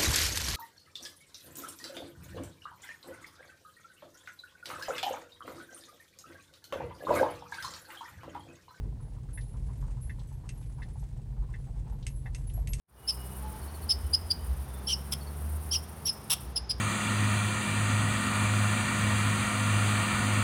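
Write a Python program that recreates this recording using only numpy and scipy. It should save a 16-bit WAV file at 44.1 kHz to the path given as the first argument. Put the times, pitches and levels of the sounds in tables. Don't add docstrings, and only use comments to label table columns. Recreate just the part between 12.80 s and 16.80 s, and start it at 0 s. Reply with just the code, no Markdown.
import sys
import numpy as np
from scipy import signal
from scipy.fft import rfft, irfft
from scipy.io import wavfile

SR = 44100
rng = np.random.default_rng(int(sys.argv[2]) if len(sys.argv) > 2 else 0)


def wav_out(sig):
    wavfile.write(sys.argv[1], SR, np.round(np.clip(np.atleast_2d(sig).T, -1, 1) * 32767).astype(np.int16))


N = 176400
TIME = np.arange(N) / SR


def from_db(db):
    return 10 ** (np.asarray(db) / 20)


def rms_one(x):
    return x / np.sqrt(np.mean(x ** 2) + 1e-20)


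def in_time(rows):
    time_s, *columns = np.transpose(rows)
    return [np.interp(TIME, time_s, column) for column in columns]


def noise(gain_at):
    hz = np.arange(N // 2 + 1) * SR / N
    return rms_one(irfft(rfft(rng.standard_normal(N)) * gain_at(hz), N))


def coloured(points):
    hz, db = np.transpose(points)
    log_hz = np.log(np.r_[hz[0] / 2, hz, hz[-1] * 1.2])
    db = np.r_[db[0] - 40, db, db[-1] - 60]
    return noise(lambda f: from_db(np.interp(np.log(f + 1), log_hz, db)))


def resonant(hz, width_hz):
    return noise(lambda f: 1 / (1 + ((f - hz) / width_hz * 2) ** 2))


def drift(rate_hz):
    return noise(lambda f: 1 / (1 + (f / rate_hz) ** 2))


def tone(phase):
    return np.sqrt(2) * np.sin(phase)


def phase_of(hz):
    return 2 * np.pi * np.cumsum(hz) / SR


def note(start_s, length_s, attack_s, release_s):
    i = np.arange(int(start_s * SR), min(int((start_s + length_s) * SR), N))
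    u = np.linspace(0, 1, len(i))
    return i, u, np.minimum(1, u * length_s / attack_s) * np.minimum(1, (1 - u) * length_s / release_s)


def outdoor_air():
    # frequency_hz, level_db
    rush_spectrum = [(60, 0.5), (130, -3.5), (190, -6), (280, -12), (400, -11), (560, -15.5), (850, -13.5),
                     (1300, -18), (2200, -26.5), (3200, -29.5), (4200, -31.5), (5600, -31), (7200, -39)]
    hiss_spectrum = [(7000, -15), (7900, -12), (8500, -2.5), (9400, 2.5), (10800, -1.5), (11900, -0.5),
                     (13400, -7), (15000, -7), (16800, -12.5), (18000, -18)]
    # time_s, level_db
    rush_level = [(0, -51), (.3, -49), (.7, -46), (1.3, -47.5), (2.0, -47), (2.6, -47), (3.3, -47),
                  (4, -48.5)]
    hiss_level = [(0, -63.5), (.35, -53.5), (1.0, -56), (2.0, -56.5), (2.8, -53.5), (3.2, -57.5),
                  (3.65, -55), (3.8, -76), (4, -69)]
    hiss_db, pulses_per_s = in_time(hiss_level)[0], 7.1
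    rush = from_db(in_time(rush_level)[0]) * coloured(rush_spectrum)
    hiss = from_db(hiss_db + 2.9 * drift(36)) * coloured(hiss_spectrum)
    pulsing = np.cos(np.pi * pulses_per_s * TIME) ** 2
    trill = from_db(hiss_db - 9) * pulsing * resonant(hz=15230, width_hz=160)
    return rush + hiss + trill


def far_traffic():
    # time_s, rate_hz
    firing_rate = [(0, 59.5), (.4, 62.1), (.65, 66.53), (1.0, 77.05), (1.3, 80.9), (1.52, 83.8),
                   (1.72, 73.06), (1.9, 64.3), (2.25, 69.24), (2.75, 75.7), (3.15, 78.5), (3.4, 71),
                   (3.85, 59.8), (4, 59)]
    # time_s, firing_tone_db, overtones_db
    engine_level = [(0, -54, -60), (.25, -55, -71), (.38, -37.5, -50), (.6, -39.5, -46), (.9, -40.5, -61),
                    (1.05, -37.5, -57), (1.3, -37, -62.5), (1.55, -40.5, -56.5), (1.9, -37, -51.5),
                    (2.3, -36.5, -46), (2.7, -32, -51.5), (3.05, -40, -54.5), (3.3, -46.5, -49.5),
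                    (3.5, -64, -52), (3.7, -42.5, -55.5), (4, -41, -52.5)]
    # time_s, level_db
    drone_level = [(0, -58), (.4, -56), (.75, -41), (1.0, -50), (1.25, -36), (1.5, -49), (1.73, -34.5),
                   (1.95, -51), (3.3, -59), (3.7, -47), (4, -44)]
    phase = phase_of(in_time(firing_rate)[0])
    firing_db, overtones_db = in_time(engine_level)
    orders_db, waver_db = [firing_db - 2.5, overtones_db - 2, overtones_db - 7.5], 2
    engine = sum(from_db(db + waver_db * drift(7.7)) * tone(order * phase)
                 for order, db in enumerate(orders_db, 1))
    return engine + from_db(in_time(drone_level)[0]) * resonant(hz=63, width_hz=12.3)


def far_whistles():
    # start_s, length_s, pitch_hz, level_db
    whistles = [(.15, 0.51, 2910, -66), (.62, 1.21, 3017, -69), (1.834, 0.311, 3550, -68)]
    out = np.zeros(N)
    for start_s, length_s, hz, db in whistles:
        i, u, envelope = note(start_s, length_s, attack_s=0.048, release_s=0.13)
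        out[i] += from_db(db) * envelope * resonant(hz, width_hz=42)[i]
    return out


def squirrel_chips():
    # start_s, length_s, start_hz, top_hz, end_hz, top_fraction, drop_exponent, level_db,
    # octave_db, rasp_db, undertone_db, midway_tone_loss_db, downslope_push_db
    chips = [(.274, .042, 4950, 5290, 4600, .42, 2.14, -25, -12, -12, -21.5, 0, 0),
             (1.090, 0.042, 4890, 5265, 4500, 0.29, 2.16, -23, -14, -11.5, -25, 1, -1),
             (1.331, 0.03, 4706, 5120, 4650, 0.59, 1.93, -20, -15, -18, -29, 1, -2),
             (1.502, 0.025, 4790, 4940, 4600, 0.68, 1.7, -21.5, -15.5, -17.5, -32, 1, -4),
             (2.069, 0.079, 5150, 5950, 4570, 0.57, 2.26, -24.5, -14, -11, -9, 17.5, 8),
             (2.910, 0.063, 4970, 5830, 4680, 0.55, 1.81, -24, -12.5, -10.5, -13, 8.5, 4.5),
             (3.253, .054, 5363, 5664, 4943, 0.37, 1.24, -26, -5, -10.5, -20.5, 6, 7.5),
             (3.757, .031, 5112, 5200, 4885, .25, 1.64, -27.5, -5, -10, -21, 1.5, 1.5),
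             (3.892, 0.035, 4950, 5070, 4826, .45, 2.8, -28, -12.5, -7.5, -26, 1.5, -1.5)]
    # frequency_hz, level_db
    rasp_spectrum = [(1500, -48), (2200, -11), (2600, -6.5), (3300, 0.5), (3900, -1.5), (4600, 3),
                     (5600, 11), (6400, -65), (7000, -13), (7900, -7), (9000, -11.5), (10500, 3.5),
                     (11700, -9.5), (13000, -22), (14600, -20), (16300, -10), (17500, -25)]
    flick_s, jitter, swell_db, beat_hz = 0.013, 0.0244, 5.5, 330.5
    out, rasp, wobble, flutter = np.zeros(N), coloured(rasp_spectrum), drift(402), drift(201)
    for (start_s, length_s, start_hz, top_hz, end_hz, top_at, drop_power,
         db, octave_db, rasp_db, undertone_db, loss_db, push_db) in chips:
        i, u, envelope = note(start_s - flick_s / 2, flick_s, flick_s / 2, flick_s / 2)
        out[i] += from_db(db - 27) * envelope * tone(phase_of(4550 + 350 * u))

        i, u, envelope = note(start_s, length_s, attack_s=0.0049, release_s=0.0076)
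        rise_left = np.maximum(1 - u / top_at, 0)
        fall = np.maximum((u - top_at) / (1 - top_at), 0)
        hz = top_hz + (start_hz - top_hz) * rise_left ** 1.7 + (end_hz - top_hz) * fall ** drop_power
        strain = np.sin(np.pi * u) ** 2
        phase = phase_of(hz * (1 + jitter * strain * wobble[i]))

        late_push_db = push_db * np.exp(-((u - 0.82) / 0.1) ** 2)
        arch_db = -swell_db * np.cos(np.pi * u ** 0.92) ** 2 - 2.5 * rise_left
        whistle = from_db(arch_db + late_push_db) * tone(phase)
        second_voice = from_db(-13) * strain * tone(phase_of(hz - beat_hz * (1 + 0.3 * flutter[i])))
        octave = from_db(octave_db - 5.5 * (u + strain / 2)) * tone(2 * phase)
        third_harmonic = from_db(-29) * (1 - rise_left) * (1 - fall) * tone(3 * phase)
        midway_gain = from_db(strain * (np.tanh(flutter[i]) - loss_db))
        clear = midway_gain * (whistle + second_voice + octave + third_harmonic)

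        sinking_hz = (3222 - 365 * u) * (1 + 0.046 * flutter[i])
        broken_voice = tone(phase_of(sinking_hz)) + from_db(-16.5) * tone(1.5 * phase)
        rough = from_db(rasp_db) * rasp[i] + from_db(undertone_db) * broken_voice
        out[i] += from_db(db) * envelope * (clear + strain ** 0.59 * rough)
    return out


def far_hoot():
    # start_s, length_s, level_db
    parts = [(.615, .11, -45), (.70, .13, -50)]
    first_s, start_hz, rise_hz_per_s = parts[0][0], 855, 90
    out, waver = np.zeros(N), drift(60)
    for start_s, length_s, db in parts:
        i, u, envelope = note(start_s, length_s, attack_s=0.04, release_s=0.076)
        hz = start_hz + rise_hz_per_s * (TIME[i] - first_s) + 4 * waver[i]
        out[i] += from_db(db) * envelope * tone(phase_of(hz))
    return out


def far_peeps():
    # start_s, level_db
    peeps = [(.815, -62), (.875, -60), (.938, -58), (1.018, -60), (2.405, -58), (2.465, -56)]
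    start_hz, fall_hz = 4570, 295
    out, waver = np.zeros(N), drift(60)
    for start_s, db in peeps:
        i, u, envelope = note(start_s, length_s=0.029, attack_s=0.0075, release_s=0.0097)
        hz = (start_hz - fall_hz * u) * (1 + 0.012 * waver[i])
        out[i] += from_db(db) * envelope * tone(phase_of(hz))
    return out


def squirrel_barks():
    # start_s, length_s, level_db, squeal_db
    barks = [(2.319, 0.024, -32, -4), (3.498, 0.046, -26, -19)]
    # centre_hz, width_hz, level_db
    mouth = [(1106, 600, -9.5), (3230, 1090, -0.5), (5378, 980, 0.5), (8500, 1600, -3.5), (10960, 600, 3.5),
             (13200, 800, -11), (16300, 800, -4.5)]
    pulses_per_s, pulse_depth_db, squeal_hz = 160.3, 4, 5180
    out, uneven = np.zeros(N), drift(310)
    breath = rms_one(sum(from_db(db) * resonant(hz, width_hz) for hz, width_hz, db in mouth))
    for start_s, length_s, db, squeal_db in barks:
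        i, u, envelope = note(start_s, length_s, attack_s=0.0046, release_s=0.0061)
        pulse_phase = phase_of(pulses_per_s * (1 + 0.26 * uneven[i]))
        pulses = rms_one(from_db(pulse_depth_db * np.cos(pulse_phase)))
        squeal = from_db(squeal_db) * tone(phase_of(squeal_hz * (1 + 0.0394 * uneven[i])))
        out[i] += from_db(db) * envelope * pulses * (breath[i] + squeal)
    return out


def forest_echo(sound, t60_s, cutoff_hz):
    t = TIME[:SR]
    tail = rng.standard_normal(SR) * from_db(-60 * t / t60_s) * (1 - np.exp(-t / 0.012))
    tail /= np.sqrt(np.sum(tail ** 2))
    lowpass = signal.butter(2, cutoff_hz, fs=SR, output="sos")
    return signal.fftconvolve(sound, signal.sosfilt(lowpass, tail))[:N]


def scene():
    # time_s, gain_db
    facing_trees = [(0, 0), (3.0, -0.5), (3.5, 3.5), (3.75, 4), (4, 2)]
    calls = squirrel_chips() + squirrel_barks() + far_whistles() + far_hoot() + far_peeps()
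    into_trees = calls * from_db(in_time(facing_trees)[0])
    far_echo = from_db(-19.5) * forest_echo(into_trees, t60_s=0.42, cutoff_hz=5900)
    near_echo = from_db(-12) * forest_echo(calls, t60_s=0.061, cutoff_hz=13500)
    return (calls + far_echo + near_echo + far_traffic() + outdoor_air())[None]


def record(dry):
    # time_s, gain_db
    fade_in = [(.07, -47), (.09, -17.5), (.18, -6.5), (.33, 1)]
    cutoff_hz = 17000
    lowpass = signal.ellip(10, 0.3, 70, cutoff_hz, fs=SR, output="sos")
    return signal.sosfilt(lowpass, dry * from_db(in_time(fade_in)[0]))


dry = scene()
out = record(dry)
wav_out(out)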